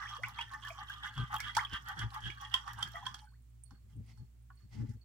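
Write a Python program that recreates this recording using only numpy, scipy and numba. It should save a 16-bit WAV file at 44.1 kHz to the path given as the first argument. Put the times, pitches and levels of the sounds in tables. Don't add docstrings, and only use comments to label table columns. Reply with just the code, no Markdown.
import sys
import numpy as np
from scipy import signal
from scipy.fft import rfft, irfft, next_fast_len
from scipy.io import wavfile
from scipy.ndimage import uniform_filter1d
from numba import njit

SR = 44100
rng = np.random.default_rng(int(sys.argv[2]) if len(sys.argv) > 2 else 0)


def gain_from_decibels(decibels):
    exponent = np.asarray(decibels, float) / 20
    return 10 ** exponent


def generate_wav(sig):
    pcm = np.round(np.clip(np.atleast_2d(sig).T, -1, 1) * 32767).astype(np.int16)
    wavfile.write(sys.argv[1], SR, pcm)


N = 222521
T = np.arange(N) / SR


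def unit(x):
    return x / np.sqrt(np.mean(x ** 2))


def shape(x, table):
    hz, db = np.transpose(table)
    size = next_fast_len(N + 4096)
    bin_hz = np.arange(size // 2 + 1) * SR / size
    gain = gain_from_decibels(np.interp(np.log(bin_hz + 1), np.log(hz), db))
    return irfft(rfft(x, size) * gain, size)[..., :N]


def walk(rate_hz):
    k = int(SR / rate_hz)
    levels = rng.standard_normal(N // 100)[:N // k + 1]
    held = np.repeat(levels, k)[:N]
    return 1.56 * uniform_filter1d(uniform_filter1d(held, k), k)


def spikes(times_s, sizes):
    x = np.zeros(N)
    np.add.at(x, np.clip((np.asarray(times_s) * SR).astype(int), 0, N - 1), sizes)
    return x


def decay(t60_s):
    return 1000. ** (-1 / (t60_s * SR))


@njit
def ring(x, hz, fade):
    y, z = np.empty(len(x), np.complex128), 0j
    for i in range(len(x)):
        z = z * fade * np.exp(2j * np.pi * hz[i] / SR) + x[i]
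        y[i] = z
    return y


def smear(x, t60_s, alike, rise_s=1e-5):
    t = T[:int(t60_s * SR)]
    same, left, right = rng.standard_normal((3, SR // 2))[:, :len(t)]
    noise = alike * same + np.sqrt(1 - alike ** 2) * np.array([left, right])
    tails = noise * 1000. ** (-t / t60_s) * np.minimum(t / rise_s, 1)
    return signal.fftconvolve(x[None], tails, axes=1)[:, :N]


def swells(s, db, rise_s, fall_s, bed_db, columns, bed_columns, order=2):
    t = T[::44]
    late_s = t - np.asarray(s)[:, None]
    before = late_s < 0
    width_s = np.where(before, np.reshape(rise_s, (-1, 1)), np.reshape(fall_s, (-1, 1)))
    bells = np.exp(-2 * np.abs(late_s / width_s) ** np.where(before, order, 2))
    power = gain_from_decibels(2 * np.asarray(db))[:, None] * bells
    bed = gain_from_decibels(2 * bed_db[::44])
    total = power.sum(0) + bed
    slow = [10 * np.log10(total)]
    slow += [(c @ power + b * bed) / total for c, b in zip(columns, bed_columns)]
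    return [np.interp(T, t, c) for c in slow]


STIR_ENDS_S = 3.2


def stirring():
    return 1 / (1 + np.exp((T - STIR_ENDS_S) / 0.026))


# hardest contact in s, low wall modes in dB,
# middle, high and deepest mode in dB relative to low.
STROKES = [(0.051, -47.5, 0.5, -6.5, -3.5), (0.135, -42, -7, -12, -30), (0.27, -46.5, -14, -11, 2),
           (0.397, -44.5, -2.5, -2.5, -3.5), (0.542, -43, -5, -18.5, 10.5), (0.663, -49, -2.5, -1.5, -24),
           (0.805, -47.5, -6, -10.5, 22), (0.932, -48, -6.5, -4.5, -37), (1.063, -41, -1.5, -13, 7),
           (1.2, -42, -4.5, -1.5, -2), (1.349, -37, -11, -12, 10), (1.476, -44.5, 0, 0.5, -18.5),
           (1.61, -38, -1.5, -14, 0.5), (1.761, -44, 1.5, -1.5, -14.5), (1.893, -41.5, -1.5, -13, 5),
           (2.021, -44.5, 1.5, -3.5, -8), (2.162, -38.5, -7.5, -18, -4), (2.284, -48, 3, -1, -4),
           (2.436, -49.5, -12, -6, 15), (2.529, -52, -0.5, 0.5, 10), (2.69, -47.5, -10.5, -6.5, 11),
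           (2.812, -37, -8, -16.5, -2), (2.959, -51.5, -5.5, -7, 0.5), (3.072, -52, 3.5, -14, -4)]
# landing to hardest contact in s, fade after it in s.
STROKE_SPANS = [(0.059, 0.052), (0.043, 0.048), (0.04, 0.046), (0.027, 0.046), (0.027, 0.023),
                (0.033, 0.039), (0.022, 0.031), (0.04, 0.058), (.03, .04), (0.025, 0.055), (0.03, 0.018),
                (0.0451, .04), (.04, 0.041), (0.045, 0.024), (0.028, 0.042), (0.04, 0.024), (0.028, 0.028),
                (0.038, 0.043), (0.034, 0.036), (0.014, 0.11), (0.025, 0.052), (0.029, 0.06), (0.045, 0.18),
                (0.012, 0.028)]
# time in s, low modes in dB,
# middle modes, high modes and grit in dB relative to low.
TOUCHES = [(3.154, -59.5, 3, -7, -16), (3.197, -62.5, -2, -11, 4), (3.72, -76, 3, -10, -10),
           (3.916, -78, -7, -4, -1), (4.1, -101, -1, -1, 0), (4.19, -77.5, -2, -9.5, 3),
           (4.515, -94, 3.5, -30.5, -22), (4.612, -94.5, 10, 10, 24), (4.745, -76, 2, 2, -6),
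           (4.812, -65.5, 0.5, -18, -16), (4.899, -81.5, -9, -6, 20.5)]
TOUCH_RISE_S, TOUCH_FALL_S, TOUCH_DEEP_DB = 0.02, 0.049, 14.5
GRIT_DB, GRIT_PER_DB = -63.5, .5
DRAG_DB = -65.5


def contact():
    s, db, middle, high, deep = np.transpose(STROKES)
    rise_s, fall_s = np.transpose(STROKE_SPANS)
    grit = GRIT_DB + GRIT_PER_DB * (db + 44.0) - db
    s2, db2, middle2, high2, grit2 = np.transpose(TOUCHES)

    def both(stroke, touch):
        return np.r_[stroke + 0 * s, touch + 0 * s2]

    columns = [both(middle, middle2), both(high, high2), both(grit, grit2), both(deep, TOUCH_DEEP_DB)]
    bed_db = -100 + (DRAG_DB + 106.5) * stirring()
    return swells(both(s, s2), both(db, db2), both(1.275 * rise_s, TOUCH_RISE_S),
                  both(fall_s, TOUCH_FALL_S), bed_db, columns, (-1.0, -6.0, -8.5, -4.5), order=4)


def catches(db):
    sizes = gain_from_decibels(np.minimum(3.0 * rng.exponential(size=N), 11))
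    caught = rng.random(N) < 1500 / SR
    return unit(caught * sizes * rng.choice([-1, 1], N)) * gain_from_decibels(db + 3.0 * walk(70))


def body(push, modes, drift, patchy_db, lag_s, deep_db=0, rise=0):
    out = 0
    for k, (hz, db, t60_s) in enumerate(modes):
        share_db = db + patchy_db * walk(14) + deep_db * (k == 0)
        z = ring(push * gain_from_decibels(share_db), hz * (1 + rise + drift * walk(9.1)), decay(t60_s))
        turn = 2 * np.pi * hz * lag_s * (rng.standard_normal() + 0.67 * walk(4.915))
        out = out + np.array([(z * np.exp(1j * turn)).imag, z.imag])
    return out


# time in s, crack peak in dB,
# low, middle and high ring in dB.
CLINKS = [(0.165, -44, -63, -42.5, -34), (0.2334, -40.5, -46, -36, -34), (0.2838, -49, -38.5, -59, -68),
          (0.3865, -41.5, -35, -39, -33), (0.4105, -37, -37, -40.5, -37), (1.1772, -42.5, -40, -38, -33),
          (1.3284, -54, -40.5, -59.5, -60), (1.3634, -47.5, -36, -47.5, -25.5),
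          (1.5496, -28, -70, -49.5, -36), (1.5668, -18, -29.5, -23, -69), (1.6474, -46.5, -65.5, -52, -26),
          (1.733, -38, -36, -53, -52), (1.8692, -57.5, -76, -53, -47), (1.9904, -30, -67, -51, -46),
          (2.5396, -24.5, -32.5, -29, -11), (2.6770, -39.5, -36.5, -41.5, -59),
          (2.8055, -64, -39.5, -51, -48), (2.826, -26, -37, -35.5, -16.5),
          (3.0639, -33.5, -40.5, -36.5, -20.5), (3.1423, -33, -67.5, -38.5, -33)]
TAPS = [
    (3.7074, -52, -61, -59, -91),
    (3.8995, -65, -87, -89, -71.5),
    (4.1738, -60, -72, -64.5, -97),
    (4.5023, -72, -54, -61, -90),
]
# time in s, crack peak in dB.
GRAZES = [(0.0943, -51), (0.1532, -49), (0.5131, -56), (0.6497, -48), (0.6708, -47), (0.6829, -38),
          (0.8968, -45), (1.1525, -52), (1.3425, -38), (1.4024, -28), (1.4974, -51), (1.8849, -40),
          (1.9785, -46), (2.1128, -51), (2.1462, -45), (2.2048, -47), (2.3016, -47), (2.4128, -49),
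          (2.5142, -55), (2.7325, -43), (2.7827, -51), (2.8743, -42), (3.1848, -53)]
GRAZE_RING_DB = (-28, -5.5, -23.5)
# frequency in Hz, level in dB, t60 in s.
BOWL = [
    [(840, -1, .065), (930, -8, .06), (1035, -9, .06), (1135, -1, .07), (1190, 0, .07)],
    [(1360, -5, .035), (1510, 0, .04), (1590, -2, .04), (1665, 0, .04), (1765, -1, .04), (1920, -1, .035),
     (2030, -4, .035)],
    [(2640, -18, .03), (2780, -13, .03), (2920, -7, .03), (3050, -6, .03), (3200, 0, .035), (3300, -2, .03),
     (3600, -9, .025), (3850, -16, .03)],
]
# frequency in Hz, level in dB, t60 in s.
SPOON = [(5150, -4, .025), (5680, -2, .04), (5850, 0, .04)]
# centre in Hz, level in dB.
GRIT = [(1600, -4.5), (2700, -24.5), (4400, -10.5), (6000, -7.5), (9000, -18), (13000, -22.5)]
# frequency in Hz, gain in dB.
GAP = [(1950, 0), (2200, -9), (2550, -9), (2900, 0), (3500, 0), (4000, -8), (4600, -3), (5200, 0)]
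SWEEP_RISE = 0.016


def spoon():
    low_db, middle_db, high_db, grit_db, deep_db = contact()
    grazes = [(s, db, *np.add(db, GRAZE_RING_DB)) for s, db in GRAZES]
    s, crack_db, *ring_db = np.transpose(list(CLINKS) + list(TAPS) + grazes)
    blows = [smear(spikes(s, gain_from_decibels(db - 17)), .012, 1.0, .0025)[1] for db in ring_db]
    blows[2] = blows[2] * gain_from_decibels(-5)

    slope = uniform_filter1d(np.gradient(low_db), size=900)
    rise = SWEEP_RISE * np.tanh(-slope * SR / 250)
    low_push = catches(low_db - 34.5) + blows[0]
    wall = body(low_push, BOWL[0], 0.0034, 4.6, 0.00019, deep_db, rise)
    middle_push = catches(low_db + middle_db - 31.5) + blows[1]
    wall += body(middle_push, BOWL[1], 0.03, 2.1, 0.00013, rise=rise)
    high_push = catches(low_db + high_db - 26.5) + blows[2]
    wall += body(high_push, BOWL[2], 0.013, 2.7, 0.000202)

    cracks, grit = spikes(s, gain_from_decibels(crack_db)), catches(low_db + grit_db)
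    steel_push = grit * stirring() * gain_from_decibels(-32 + 3 * walk(9)) + cracks * gain_from_decibels(-22)
    steel = body(steel_push, SPOON, .012, 2, 1.5e-4)

    same, *own = rng.standard_normal((3, N))
    puffs = np.sqrt(uniform_filter1d(grit ** 2, size=100).clip(0))
    scratch = puffs * (.5 * same + np.array(own)) * gain_from_decibels(3.0)
    fizz = 0
    for hz, db in GRIT:
        band = [(hz / 2.2, db - 40), (hz / 1.2, db), (hz * 1.2, db), (hz * 2.2, db - 40)]
        fizz = fizz + shape(scratch, band) * gain_from_decibels(4.5 * walk(25))

    crack = smear(cracks, 0.043, 0.077, .0015) * gain_from_decibels(-6.5)
    crack = crack + smear(cracks, 0.074, 0.74, 0.0024) * gain_from_decibels(-17.0)
    crack = shape(crack, [(500, -28.5), (900, -10), (3200, -4), (4200, 9.5), (5700, 3.0),
                          (9000, -7.0), (16000, -15.5)])
    ringing = shape(shape(wall, GAP) + steel, [(450, -26.0), (620, -21.0), (800, 1.0)])
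    return ringing + shape(fizz + crack, GAP)


# time in s, frequency in Hz, length in s, level in dB rms.
SINGS = [(0.134, 1180, 0.03, -48), (0.14, 3220, 0.028, -56), (0.273, 1090, 0.023, -52),
         (0.383, 1170, 0.032, -53), (0.387, 3210, 0.032, -55), (0.533, 1110, 0.031, -51),
         (0.94, 3220, 0.021, -57), (1.072, 1200, 0.029, -53), (1.078, 2030, 0.02, -54),
         (1.207, 1220, 0.03, -52), (1.209, 3220, 0.03, -53), (1.215, 1550, 0.036, -53),
         (1.341, 840, 0.034, -44), (1.341, 1180, 0.027, -47), (1.363, 3230, 0.032, -55),
         (1.405, 2400, 0.021, -57), (1.405, 1690, 0.04, -55), (1.471, 1670, 0.033, -51),
         (1.473, 3170, 0.025, -52), (1.481, 1200, 0.029, -51), (1.562, 2380, 0.024, -57),
         (1.57, 3260, 0.04, -58), (1.75, 1560, 0.025, -51), (1.752, 2970, 0.021, -58),
         (1.758, 3210, 0.021, -50), (1.758, 1360, 0.022, -51), (1.76, 1180, 0.025, -48),
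         (1.76, 1750, 0.029, -53), (1.898, 1890, 0.033, -54), (1.902, 1510, 0.031, -51),
         (1.902, 3240, 0.031, -57), (1.906, 840, 0.034, -51), (1.906, 1200, 0.04, -53),
         (2.001, 1720, 0.036, -54), (2.019, 2990, 0.024, -58), (2.021, 1180, 0.023, -49),
         (2.025, 2050, 0.022, -53), (2.151, 1110, 0.024, -46), (2.181, 860, 0.029, -50),
         (2.275, 3260, 0.038, -57), (2.277, 1580, 0.033, -51), (2.303, 2900, 0.024, -57),
         (2.688, 1170, 0.023, -48), (2.702, 1920, 0.034, -54), (2.808, 1580, 0.035, -51),
         (2.967, 1930, 0.034, -54), (3.067, 3210, 0.019, -49), (3.067, 1520, 0.022, -51)]
MORE_SINGS = [(.3, 845, 0.059, -61.5), (.57, 867, 0.054, -60.5), (.66, 1153, .04, -61.5),
              (.8, 878, 0.053, -61), (.835, 1144, 0.027, -54.5), (1.625, 1133, 0.034, -43.5),
              (2.45, 1870, 0.049, -56.5), (2.46, 864, 0.084, -66), (.8, 5830, 0.066, -70.5),
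              (1.075, 5760, 0.043, -70), (2.42, 5750, 0.023, -63), (2.7, 5730, 0.11, -69)]
SING_DB, SING_T60_S, SING_STEADY = 3, .11, .75


def singing():
    out = np.zeros((2, N))
    for s, hz, length_s, db in list(SINGS) + list(MORE_SINGS):
        start = int((s - .1) * SR)
        span = slice(start, start + int(.2 * SR))
        late = (T[span] - s) / (0.56 * length_s)
        pitch_hz = hz * (1 + 0.002 * np.tanh(late))
        z = ring(rng.standard_normal(len(late)), pitch_hz, decay(SING_T60_S))
        z = z / (np.abs(z) + 1e-9) ** SING_STEADY
        turn = -.5 + .5 * rng.standard_normal()
        pair = unit(np.array([(z * np.exp(1j * turn)).imag, z.imag]))
        out[:, span] += gain_from_decibels(db + SING_DB) * np.exp(-late ** 2) * pair
    return shape(out, [(600, -25), (780, 0)])


# start in s, start
# pitch in Hz, end pitch in Hz, life in s, peak in dB.
BUBBLES = [(0.0532, 1510, 2700, .029, -42), (.1852, 445, 860, 0.057, -54), (0.2341, 1905, 3050, .0191, -28),
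           (.2345, 2010, 2510, .0121, -33), (0.2358, 1435, 1525, 0.0171, -34.5),
           (0.3858, 2055, 2740, 0.0141, -38), (.3882, 922, 942, .0351, -38),
           (0.4102, 2730, 3140, .0121, -34), (0.6492, 1688, 1795, 0.0221, -40.5),
           (.6722, 2910, 3090, .0081, -43), (.7022, 665, 652, 0.0441, -45.5),
           (.7031, 2275, 2530, 0.0071, -35), (0.8978, 1505, 1660, 0.0181, -39.5),
           (1.0572, 1605, 1905, .0251, -40.5), (1.3648, 2700, 3250, 0.0091, -38),
           (1.3952, 1500, 3300, .008, -40), (1.4022, 2055, 2355, 0.0181, -38),
           (1.5688, 852, 1044, 0.0211, -21.5), (1.5758, 1005, 2150, 0.0241, -27.5),
           (1.6082, 3185, 3245, .0161, -39), (1.6478, 3155, 3400, 0.0131, -35),
           (1.6692, 2400, 3000, .0051, -42), (2.3012, 2215, 2520, 0.0065, -33),
           (2.5412, 1028, 1042, .0281, -36), (2.9418, 662, 720, 0.075, -50.5),
           (2.9532, 1905, 1945, .0301, -48), (3.0242, 932, 1245, .0201, -44),
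           (3.0652, 1032, 1048, .0221, -34), (3.2712, 1505, 1560, .028, -62.5),
           (3.3162, 960, 2100, 0.0441, -68.5), (4.5002, 1452, 1484, 0.0201, -56),
           (4.5032, 760, 800, .016, -64), (3.7102, 790, 820, .03, -66), (3.7202, 480, 520, .02, -72),
           (1.5502, 1900, 2600, .007, -38), (.2462, 1950, 2700, .014, -38)]


def bubbles():
    out, wobble = np.zeros((2, N)), walk(250)
    for s, hz0, hz1, life_s, db in BUBBLES:
        span = slice(int(s * SR), int((s + 1.6 * life_s) * SR))
        t = T[span] - T[span][0]
        glide_hz = hz0 * (hz1 / hz0) ** np.minimum(t / life_s, 1.1)
        depth = min(.05, 0.16 * abs(np.log(hz1 / hz0)))
        phase = 2 * np.pi * np.cumsum(glide_hz * (1 + depth * wobble[span])) / SR
        swell = (1 - np.exp(-t / .0015)) * np.exp(-2.5 * (t / life_s) ** 2)
        tone = np.sin(phase + hz0 * np.array([[6e-4], [0]]))
        out[:, span] += gain_from_decibels(db + 2.5 * wobble[span]) * swell * tone
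    return out + smear(out[1], 0.0354, 1.0) * gain_from_decibels(-30.5)


def slosh():
    low_db, middle_db = contact()[:2]
    out = np.zeros((2, N + SR))
    for when, pitch, size, cycles in rng.random((600, 4)):
        i, hz = int(when * 3.25 * SR), 750 * 5.5 ** pitch
        t = T[:int((6 + 16 * cycles) / hz * SR)]
        life = t / t[-1]
        phase = 2 * np.pi * hz * (t * (1 + 0.177 * life) + np.array([[1.2e-4], [0]]))
        db = min(low_db[i], -47) + middle_db[i] / 2 - 3 - 9 * pitch - 3.5 * np.log(size + .2)
        out[:, i:i + len(t)] += gain_from_decibels(db) * np.sqrt(life) * np.exp(-5 * life) * np.sin(phase)
    return out[:, :N]


FLECK_DB, FLECK_SCATTER_DB, FLECK_TILT_DB = 14, 3, -17


def splash():
    low_db, _, _, grit_db, _ = contact()
    out = np.zeros((2, N + SR))
    for when, pitch, size, length in rng.random((800, 4)):
        i, hz = int(when * STIR_ENDS_S * SR), 3400 * 4.4 ** pitch
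        t = T[:int((.002 + .012 * length ** 2) * SR)]
        life = t / t[-1]
        jitter = np.cumsum(.25 * rng.standard_normal(len(t)))
        phase = 2 * np.pi * hz * (t * (1 + 0.014 * life) + np.array([[size], [0]])) + jitter
        db = low_db[i] + grit_db[i] + FLECK_DB + FLECK_TILT_DB * pitch
        db -= FLECK_SCATTER_DB * np.log(size + 0.015)
        swell = np.minimum(t / 0.0008, 1) * np.exp(-4 * life)
        out[:, i:i + len(t)] += gain_from_decibels(db) * swell * np.sin(phase)
    return out[:, :N]


# time in s, peak in dB.
SNAPS = [(0.2843, -39), (1.1518, -57), (1.322, -49), (1.3418, -36), (1.3628, -37), (1.3843, -41.5),
         (1.4024, -35.5), (1.6472, -53), (1.722, -66), (1.733, -63), (1.8863, -37), (2.145, -43),
         (2.3999, -66), (2.4136, -44.5), (2.733, -41.5), (2.887, -48), (.69, -46), (.65, -46), (.672, -53),
         (0.898, -46.5), (.941, -54), (2.919, -48.5), (2.961, -48)]


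def snaps():
    s, db = np.transpose(SNAPS)
    clicks = smear(spikes(s, gain_from_decibels(db)), 0.0087, .5) * gain_from_decibels(-1)
    return shape(clicks, [(4000, -33.5), (6500, -3.5), (11000, 3.0), (16000, -4)])


# time in s, peak in dB.
TICKS = [(3.218, -59), (3.252, -58), (3.314, -66), (3.4218, -64), (3.463, -85), (3.5, -65), (3.6373, -38),
         (3.884, -83.5), (3.9654, -60), (4.066, -61), (4.177, -64), (4.425, -64.5), (4.556, -61),
         (4.694, -69), (4.8943, -58)]


def foam():
    s, db = np.transpose(TICKS)
    pops = spikes(s, gain_from_decibels(db))
    ticks = smear(pops, 0.013, 1.0) + smear(pops, 0.066, 0.2) * gain_from_decibels(-15.0)
    return shape(ticks, [(4000, -45.5), (7000, -15), (8800, 12.5), (10500, -9), (16000, -28.5)])


# time in s, level in dB, half length in s.
SWISHES = [
    (3.911, -76.5, 0.019),
    (4.099, -69, 0.049),
    (4.6, -77, 0.034),
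    (4.749, -64, 0.037),
    (4.815, -70, 0.022),
    (4.89, -71, 0.051),
]
# frequency in Hz, level in dB per Hz.
SWISH = [(450, -16), (800, -6), (1800, -15.5), (2030, 3), (2300, -9), (3250, -7.5), (3700, -12.5),
         (5000, -6), (14000, -29)]


def swish():
    s, db, half_s = np.transpose(SWISHES)
    same, *own = rng.standard_normal((3, N))
    wash = unit(shape(0.87 * same + np.array(own), SWISH))
    level_db = swells(s, db, half_s, half_s, np.full(N, -120.), [], [])[0]
    return wash * gain_from_decibels(level_db + 2.0 * walk(60))


# time in s, first mode in dB, half length in s, upper modes in relative dB.
NUDGES = [(0.248, -49.5, 0.039, -16.5), (1.197, -30, 0.022, -18), (1.231, -33, 0.015, -23.5),
          (1.35, -49, 0.035, -15.5), (1.454, -50.5, 0.0411, -10.5), (1.58, -45, 0.024, -8.5),
          (1.736, -36.5, 0.013, -22.5), (2.005, -41.5, 0.046, -17), (2.052, -33.5, 0.028, -16),
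          (2.271, -40, 0.034, -42), (2.81, -49.5, 0.09, -15), (3.08, -52, 0.065, -10.5),
          (3.732, -53, 0.021, 0.5), (3.877, -56, 0.06, -15.5), (3.992, -40.5, 0.041, -13.5),
          (4.089, -53.5, 0.081, -11.5), (4.217, -45.5, 0.0335, -16), (4.647, -53, 0.023, -9.5),
          (4.757, -46.5, 0.032, -5), (4.82, -34.5, 0.042, -2), (4.902, -36, .016, -7.5),
          (4.957, -44.5, 0.02, -9.5)]
# frequency in Hz, t60 in s, level in dB, left minus right in dB.
COUNTER = [(60.6, 0.44, -12, -5), (113.7, 0.33, -5, 4), (222.2, 0.27, -12, 7), (268, 0.11, -20.5, 7.5),
           (390, 0.12, -26, -1.5)]
CREEP_STIR_DB, CREEP_REST_DB, CREEP_UPPER_DB = -58, -65, -13


def counter():
    s, nudge_db, half_s, upper_db = np.transpose(NUDGES)
    creep_db = CREEP_REST_DB + (CREEP_STIR_DB - CREEP_REST_DB) * stirring()
    low_db, rel_db = swells(s, nudge_db, half_s, half_s, creep_db, [upper_db], [CREEP_UPPER_DB])
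    out = 0
    for hz, t60_s, db, left_db in COUNTER:
        z = ring(rng.standard_normal(N), np.full(N, 1. * hz), decay(t60_s))
        z = z / np.abs(z) ** np.clip(150 / hz, .2, .8)
        apart = np.exp(1j * np.array([0.11 + hz / 200 * walk(14), np.zeros(N)]))
        level_db = low_db + db + rel_db * (hz > 150)
        out = out + gain_from_decibels(level_db + np.array([[left_db], [0]])) * unit((z * apart).imag)
    return shape(out, [(330, 0), (480, -6), (950, -28)])


CHIRPS = [.2, .63, 1.065, 1.49, 1.92, 2.29, 2.8, 3.247, 3.665, 4.093, 4.533, 4.975]
CRICKET_HZ, PULSE_EVERY_S = 4520, .047


def cricket():
    t = T[:int(.03 * SR)]
    sag = 1 - 0.028 * t / t[-1]
    pulse = np.hanning(len(t)) * np.sin(2 * np.pi * CRICKET_HZ * t * sag)
    starts_s = np.array(CHIRPS)[:, None] + PULSE_EVERY_S * np.arange(3) - t[-1] / 2
    sizes = gain_from_decibels(np.array([-78, -75, -75]) + 2 * rng.standard_normal(starts_s.shape))
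    tone = signal.fftconvolve(spikes(starts_s.ravel(), sizes.ravel()), pulse)[:N]
    tone = tone * gain_from_decibels(3.5 * walk(120))
    return tone + smear(tone, .25, .2) * gain_from_decibels(-27)


# frequency in Hz, level in dB rms.
HUM = [(59.2, -58), (118.4, -70), (236.9, -82)]
# frequency in Hz, level in dB per Hz.
ROOM = [(82, -50), (140, -15), (244, -7), (393, -14.5), (425, -15.5), (584, -21.5), (3690, -28),
        (6060, -27.5), (7530, -22.5), (16000, -37)]
ROOM_DB = -77.5


def kitchen():
    hum = 0
    for k, (hz, db) in enumerate(HUM):
        hum = hum + np.sqrt(2) * gain_from_decibels(db + 0.5 * walk(1.7)) * np.sin(2 * np.pi * hz * T + 1.0 * k)
    mid, side = shape(rng.standard_normal((2, N)), ROOM)
    side = shape(side, [(60, -13.5), (300, -3.0), (700, 0.0)])
    air = unit(np.array([mid + side, mid - side])) * gain_from_decibels(ROOM_DB + 1.0 * walk(3.9))
    return hum * gain_from_decibels(np.array([[-.8], [.8]])) + air


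# frequency in Hz, left minus right in dB.
SHADE = [(60, -1.5), (110, 8.5), (200, -19), (380, -18.5), (700, 0), (1290, -2.5), (2380, 0), (4400, -7.5),
         (8120, -21.5), (15000, -37)]


def scene():
    near = spoon() + singing() + bubbles() + shape(slosh(), GAP) + foam() + snaps()
    echo = smear(near[1], 0.16, 0.092) * gain_from_decibels(-34.5)
    far = echo + cricket() + kitchen()
    below = counter()
    left, right = near + far + splash() + swish()
    return np.array([shape(left, SHADE), right]) + below


def roll_off(x):
    return signal.sosfilt(signal.butter(12, 16660, fs=SR, output="sos"), x)


def record(dry):
    hiss = shape(rng.standard_normal((2, N)), [(300, 2.5), (3000, 1.5), (10000, -6.5), (16000, 4.5)])
    fade = np.clip((T[-1] - T) / .012, 0, 1)
    heard = (dry + hiss * gain_from_decibels(-82.5)) * fade
    mix = shape(heard, [(20, -24.5), (42, 0.0), (15800, 1.5), (16300, -26.5)])
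    return roll_off(mix)


dry = scene()
out = record(dry)
generate_wav(out)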